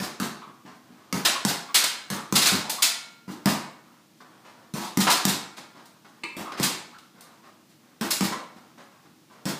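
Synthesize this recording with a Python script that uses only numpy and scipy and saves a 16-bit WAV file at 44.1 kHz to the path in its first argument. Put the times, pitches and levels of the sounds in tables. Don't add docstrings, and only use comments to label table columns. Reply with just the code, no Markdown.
import sys
import numpy as np
from scipy import signal
from scipy.fft import rfft, irfft, next_fast_len
from scipy.io import wavfile
from scipy.ndimage import uniform_filter1d, map_coordinates

SR = 44100
rng = np.random.default_rng(int(sys.argv[2]) if len(sys.argv) > 2 else 0)


def dump(signal):
    limited = np.clip(np.atleast_2d(signal).T, -1, 1)
    pcm = np.round(limited * 32767).astype(np.int16)
    wavfile.write(sys.argv[1], SR, pcm)


N = 422919
SPAN = 3 * SR // 4
T = np.arange(SPAN) / SR

# frequency_hz, level_db
AIR_SPECTRUM = [(15, -45), (25, -55), (69, -47), (88, -15), (128, -5.5), (243, 0.5), (278, -6.5),
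                (326, -0.5), (373, -12), (2020, -20.5), (3440, -20), (5420, -21), (10300, -27.5),
                (15000, -27.5)]
# frequency_hz, t60_s
GARAGE_DECAY = [(60, 0.58), (150, 0.3), (300, 0.59), (600, 0.69), (1200, 0.63), (2200, 0.57), (4500, 0.47),
                (8000, .42), (15000, 0.26)]
# pitch_hz, level_db, t60_s
ROOM_MODES = [(98.4, 10, 0.45), (147.6, 8, 0.55), (164, -26, 0.17), (193.4, 11, 0.24), (215, 2, .2),
              (229, 4.5, .3), (286, -7, 0.34), (348, -13, 0.29)]
# start_s, scuff_db, length_s, footfall_db
FOOTSTEPS = [(0.472, -52, 0.038, -49.5), (0.649, -47, 0.079, -48), (0.903, -55, 0.34, -49),
             (3.457, -25, 0.035, -50), (4.203, -48.5, 0.026, -71), (4.306, -59, 0.27, -77),
             (4.445, -49.5, 0.065, -77), (5.067, -20.5, 0.021, -51), (5.578, -44, 0.015, -50),
             (5.748, -50, 0.083, -53), (6.046, -51, .022, -58), (7.145, -53.5, 0.2, -59),
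             (7.428, -50.5, 0.072, -67), (8.009, -33.5, 0.039, -60), (8.32, -32.5, 0.022, -61),
             (8.561, -53.5, 0.039, -49.5), (8.774, -48, 0.055, -53.5), (9.051, -58, 0.023, -55),
             (9.295, -53.5, 0.082, -73), (9.456, -39, .04, -58)]
# frequency_hz, level_db
SOLE_SPECTRUM = [(60, -29.5), (300, -1.5), (500, -3), (1100, 2.5), (1700, -4), (2700, -11.5), (5000, -14.5),
                 (9000, -25), (15000, -37)]
# start_s, level_db, length_s, pitch_hz
SQUEAKS = [(0.416, -43.5, 0.046, 1114), (1.351, -32, 0.02, 1108), (1.687, -41, 0.032, 1112),
           (2.161, -40.5, 0.086, 1150), (2.637, -36.5, 0.11, 866), (2.78, -36.5, 0.03, 1113),
           (4.816, -37.5, 0.083, 947), (5.077, -23.5, 0.045, 962), (6.454, -38.5, 0.075, 1120),
           (6.926, -48.5, 0.071, 1246), (8.324, -35, 0.036, 1017)]
# start_s, level_db
HOOK_CLANKS = [(6.235, -31.5)]
# frequency_hz, level_db
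CLANK_SPECTRUM = [(60, -24), (300, -0.5), (650, -19.5), (1050, -6), (1550, -14), (2350, 1), (3000, -11.5),
                  (4800, -12.5), (5500, -27), (8500, -20.5), (11000, -39)]
# pitch_hz, level_db, t60_s
HOOK_MODES = [(330, -6, 0.25), (2100, -8, 0.073), (2330, -13, .1), (2375, 3, 0.55), (2540, -19, 0.27),
              (2625, 4, 0.61), (3650, -10, 0.36), (4900, -9, 0.19)]
# pitch_hz, level_db, t60_s
RAIL_MODES = [(1350, -5, 1.6), (1393, -0.5, 2.75), (1780, -2, 0.72), (2218, 5.5, 0.79), (2290, -18, 0.81),
              (4100, -9, 1.1)]
# start_s,
# level_db, length_s, tilt_db_per_octave
CHAIN_CLASHES = [(1.2494, -17, 0.014, -1.5), (1.7433, -14.5, 0.025, .5), (1.837, -22.5, 0.0092, -0.5),
                 (2.417, -21, .022, 0), (2.457, -17, 0.023, -0.5), (2.695, -26, 0.0091, 2.5),
                 (2.822, -15.5, .011, 1), (4.807, -39, 0.074, -0.5), (5.073, -25, 0.018, -4.5),
                 (5.098, -18.5, 0.027, .5), (5.568, -43.5, 0.02, -2.5), (5.854, -54.5, 0.0079, 2),
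                 (6.52, -38, 0.0017, -7.5), (6.574, -36, 0.034, -5), (6.984, -52, 0.0034, -2),
                 (7.207, -49, 0.0031, 4.5), (8.105, -21.5, 0.016, 2.5)]
# frequency_hz, level_db
STEEL_SPECTRUM = [(30, -59), (250, -14), (500, -15.5), (900, -9.5), (1500, -7), (2700, -6.5), (4200, -1.5),
                  (6000, -5.5), (8000, -6), (11000, -10.5), (15000, -13.5)]
# pitch_hz, level_db, t60_s
LINK_MODES = [(2870, 11, 0.064), (3240, -6, .09), (3780, 2, 0.31), (4070, 1.5, 0.48), (4410, 3, 0.09),
              (4450, -8, 0.27), (4910, 7.5, 0.091), (5240, 18, 0.056), (7200, 10.5, 0.03), (7894, -3, .08)]
# start_s, thud_db, thud_hz, slap_db, chain_jerk_db
GLOVE_HITS = [(0.001, -31, 169, -34.5, -36), (0.2, -25.5, 215, -30.5, -38), (1.1269, -25.5, 183, -27, -47),
              (1.4503, -27, 183, -23, -26), (2.102, -32.5, 183, -31, -40.5), (2.3249, -24.5, 193, -27, -16),
              (2.519, -25.5, 190, -28, -35), (3.278, -34.5, 213, -43, -49), (3.458, -18, 207, -24.5, -29),
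              (4.738, -31, 193, -33, -42), (4.973, -19.5, 206, -24, -23.5),
              (5.2525, -24.5, 196, -22, -24.5), (6.367, -38, 212, -36, -58), (6.599, -28, 177, -28, -21),
              (8.0116, -43, 207, -27, -59), (8.2085, -24, 195, -25.5, -31), (9.455, -26.5, 182, -31, -35.5)]
# frequency_hz, level_db
THUD_SPECTRUM = [(25, -33), (55, -56), (85, -12), (140, -2), (200, 5), (300, 6), (500, 4), (900, -39.5),
                 (3000, -43)]
# frequency_hz, level_db
SLAP_SPECTRUM = [(40, -16.5), (200, 17), (500, -2.5), (1100, 3), (2000, -3.5), (3000, -7), (5000, -3.5),
                 (7000, -7), (10000, -10.5), (15000, -14)]
# frequency_hz, level_db
COVER_SPECTRUM = [(60, -25.5), (300, 7), (500, -4), (900, 1), (1600, -4), (2600, -9.5), (4300, -10),
                  (6500, -12), (10000, -16.5), (15000, -15.5)]

SHUFFLE_DB, TREAD_DB, SHUFFLE_SPREAD_DB, SHUFFLE_S = -60, -64, 2, 0.17
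SQUEAK_ROUGH, ROUGHER_PER_S = 0.034, 7.04
JINGLE_DB, JINGLE_SPREAD_DB, JINGLE_S = -64, 2, 0.027
LINK_LAG_S = 0.001
JERK_AFTER_S, JERK_S = 0.028, 0.023
ROUND_TRIP_S, WALL_DB = 0.0207, -7.5
FIRM_SLAP_DB = -25.5
FIRM_TILT, TILT_PER_DB = 0.6, 0.12
CRUMPLE_DB, CRUMPLE_PER_DB = -30.5, 0.57


def amp(db):
    return 10 ** (np.asarray(db) / 20)


def along(points, hz):
    frequencies, values = np.transpose(points)
    return np.interp(np.log(hz + 1), np.log(frequencies), values)


def unit(x):
    return x / np.sqrt(np.sum(x ** 2) + 1e-20)


def through(x, response):
    return signal.fftconvolve(x, response)[:SPAN]


def delayed(x, lag_s):
    return np.pad(x, (max(round(lag_s * SR), 0), 0))[:SPAN]


def colour(spectrum, tilt=0):
    size = 4096
    hz = np.fft.rfftfreq(size, 1 / SR)
    level_db = along(spectrum, hz) + tilt * np.log2(np.maximum(hz, 400))
    cepstrum = irfft(np.log(amp(level_db)))
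    cepstrum[1:size // 2] *= 2
    cepstrum[size // 2 + 1:] = 0
    return unit(irfft(np.exp(rfft(cepstrum))))


def fade(t60_s):
    return np.exp(-np.log(1000) * T / np.maximum(t60_s, 1e-4))


def swell(length_s, rise_s):
    return (1 - np.exp(-T / rise_s)) * np.exp(-(T / length_s) ** 4)


def wobble(knots_per_s):
    return map_coordinates(rng.standard_normal(SPAN // 10), [T * knots_per_s], order=1)


def now_and_then(count):
    starts_s = (np.arange(count) + rng.random(count)) / count * N / SR
    return zip(starts_s, rng.standard_normal(count))


def ring(modes):
    return unit(sum(amp(db + 2 * rng.standard_normal()) * fade(t60_s) * np.sin(2 * np.pi * hz * T)
                    for hz, db, t60_s in modes))


def contacts(length_s, rise_s, per_s):
    touching = rng.random(SPAN) < per_s / SR
    sizes = np.sign(rng.standard_normal(SPAN)) * amp(2 * rng.standard_normal(SPAN))
    return unit(touching * sizes * swell(length_s, rise_s))


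def add(track, start_s, level_db, x):
    loudest = np.sqrt(uniform_filter1d(x * x, size=SR // 40, mode="constant").max())
    start = max(round(start_s * SR), 0)
    track[start:start + SPAN] += (amp(level_db) / loudest * x)[:N - start]


def room_tone():
    spectrum = amp(along(AIR_SPECTRUM, np.fft.rfftfreq(N, 1 / SR)))
    rush = irfft(rfft(rng.standard_normal(N)) * spectrum, N)
    return amp(-58) * rush / rush.std()


def garage(x, direct_db):
    hz, t, noise = signal.stft(rng.standard_normal(SPAN), SR, nperseg=256)
    decay = amp(-60 * t / along(GARAGE_DECAY, hz)[:, None])
    tail = signal.istft(noise * decay, SR, nperseg=256)[1][:SPAN]
    build_up = 1 - fade(0.0016)
    return amp(direct_db) * x + through(x, unit(tail * build_up))


def thud(hz):
    rebound = -np.sin(2 * np.pi * hz * T) * fade(0.031)
    push = unit(through(rebound, colour(THUD_SPECTRUM)))
    echoes = sum(amp(WALL_DB * trip) * delayed(push, ROUND_TRIP_S * trip) for trip in (1, 2))
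    standing_waves = unit(through(push, ring(ROOM_MODES)))
    return garage(push, direct_db=-0.5) + amp(4.5) * echoes + amp(-1) * standing_waves


def feet():
    track = np.zeros(N)
    shuffles = []
    for start_s, deviate in now_and_then(count=22):
        weight_db = SHUFFLE_SPREAD_DB * deviate
        shuffles.append((start_s, SHUFFLE_DB + weight_db, SHUFFLE_S, TREAD_DB + weight_db))
    for start_s, scuff_db, length_s, footfall_db in FOOTSTEPS + shuffles:
        grit = contacts(length_s, rise_s=0.05 * length_s, per_s=4000)
        scuff = through(grit, colour(SOLE_SPECTRUM))
        add(track, start_s, scuff_db, garage(scuff, direct_db=-0.5))
        add(track, start_s, footfall_db, thud(hz=246))
    return track


def squeaks():
    track = np.zeros(N)
    for start_s, level_db, length_s, pitch_hz in SQUEAKS:
        rough = np.clip(SQUEAK_ROUGH + ROUGHER_PER_S * length_s, 0, 1)
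        wavering_hz = pitch_hz * (1 + 0.308 * rough * wobble(knots_per_s=600))
        phase = 2 * np.pi * np.cumsum(wavering_hz) / SR
        tone = np.sin(phase) + 0.15 * np.sin(2 * phase) + 0.15 * np.sin(3 * phase)
        flutter = amp(5 * rough * wobble(knots_per_s=400))
        squeak = tone * flutter * swell(length_s, rise_s=0.004)
        add(track, start_s, level_db, garage(squeak, direct_db=4.5))
    return track


def hook():
    track = np.zeros(N)
    for start_s, level_db in HOOK_CLANKS:
        clank = through(contacts(length_s=0.0079, rise_s=0.004, per_s=2200), colour(CLANK_SPECTRUM))
        add(track, start_s, level_db, garage(clank, direct_db=-1) + amp(-1) * ring(HOOK_MODES))
    return track


def rail(jolts):
    return amp(-27.5) * signal.fftconvolve(jolts, ring(RAIL_MODES))[:N]


def clash(length_s, tilt):
    steel, link_ring = colour(STEEL_SPECTRUM, tilt), ring(LINK_MODES)
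    burst = np.zeros(SPAN)
    for link in range(4):
        knocks = contacts(length_s, rise_s=0.00021, per_s=1800)
        clicks = through(delayed(knocks, link * LINK_LAG_S), steel)
        ringing = amp(-14) * unit(through(clicks, link_ring))
        burst += garage(unit(clicks) + ringing, direct_db=-4)
    return burst


def chain():
    track = np.zeros(N)
    for start_s, _, _, _, jerk_db in GLOVE_HITS:
        add(track, start_s + JERK_AFTER_S, jerk_db, clash(JERK_S, tilt=0.33))
    for start_s, level_db, length_s, tilt in CHAIN_CLASHES:
        add(track, start_s, level_db, clash(length_s, tilt))
    for start_s, deviate in now_and_then(count=24):
        add(track, start_s, JINGLE_DB + JINGLE_SPREAD_DB * deviate, clash(JINGLE_S, tilt=-0.6))
    return track


def punches():
    track = np.zeros(N)
    for start_s, thud_db, thud_hz, slap_db, _ in GLOVE_HITS:
        harder_db = slap_db - FIRM_SLAP_DB
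        tilt = FIRM_TILT + TILT_PER_DB * harder_db
        smack = unit(np.sign(rng.standard_normal(SPAN)) * fade(0.014))
        smack[0] -= 0.23
        smack += 0.22 * delayed(smack, 0.004)
        slap = through(smack, colour(SLAP_SPECTRUM, tilt))
        snap_db = -0.3 + 0.93 * harder_db
        add(track, start_s, slap_db, garage(slap, direct_db=snap_db))
        add(track, start_s, thud_db, thud(thud_hz))
        creases = contacts(length_s=0.06, rise_s=0.00065, per_s=4000)
        crumple = through(creases, colour(COVER_SPECTRUM, tilt))
        crumple_db = CRUMPLE_DB + CRUMPLE_PER_DB * harder_db
        add(track, start_s + 0.008, crumple_db, garage(crumple, direct_db=-3.5))
    return track


def scene():
    jolts = chain()
    return (punches() + jolts + rail(jolts) + squeaks() + hook() + feet() + room_tone())[None]


def record(dry):
    ceiling, top_hz = 0.55, 15350
    rounded = dry / (1 + (dry / ceiling) ** 4) ** 0.25
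    size = next_fast_len(N + SPAN)
    in_band = np.fft.rfftfreq(size, 1 / SR) < top_hz
    return irfft(rfft(rounded, size) * in_band, size)[:, :N]


dry = scene()
out = record(dry)
dump(out)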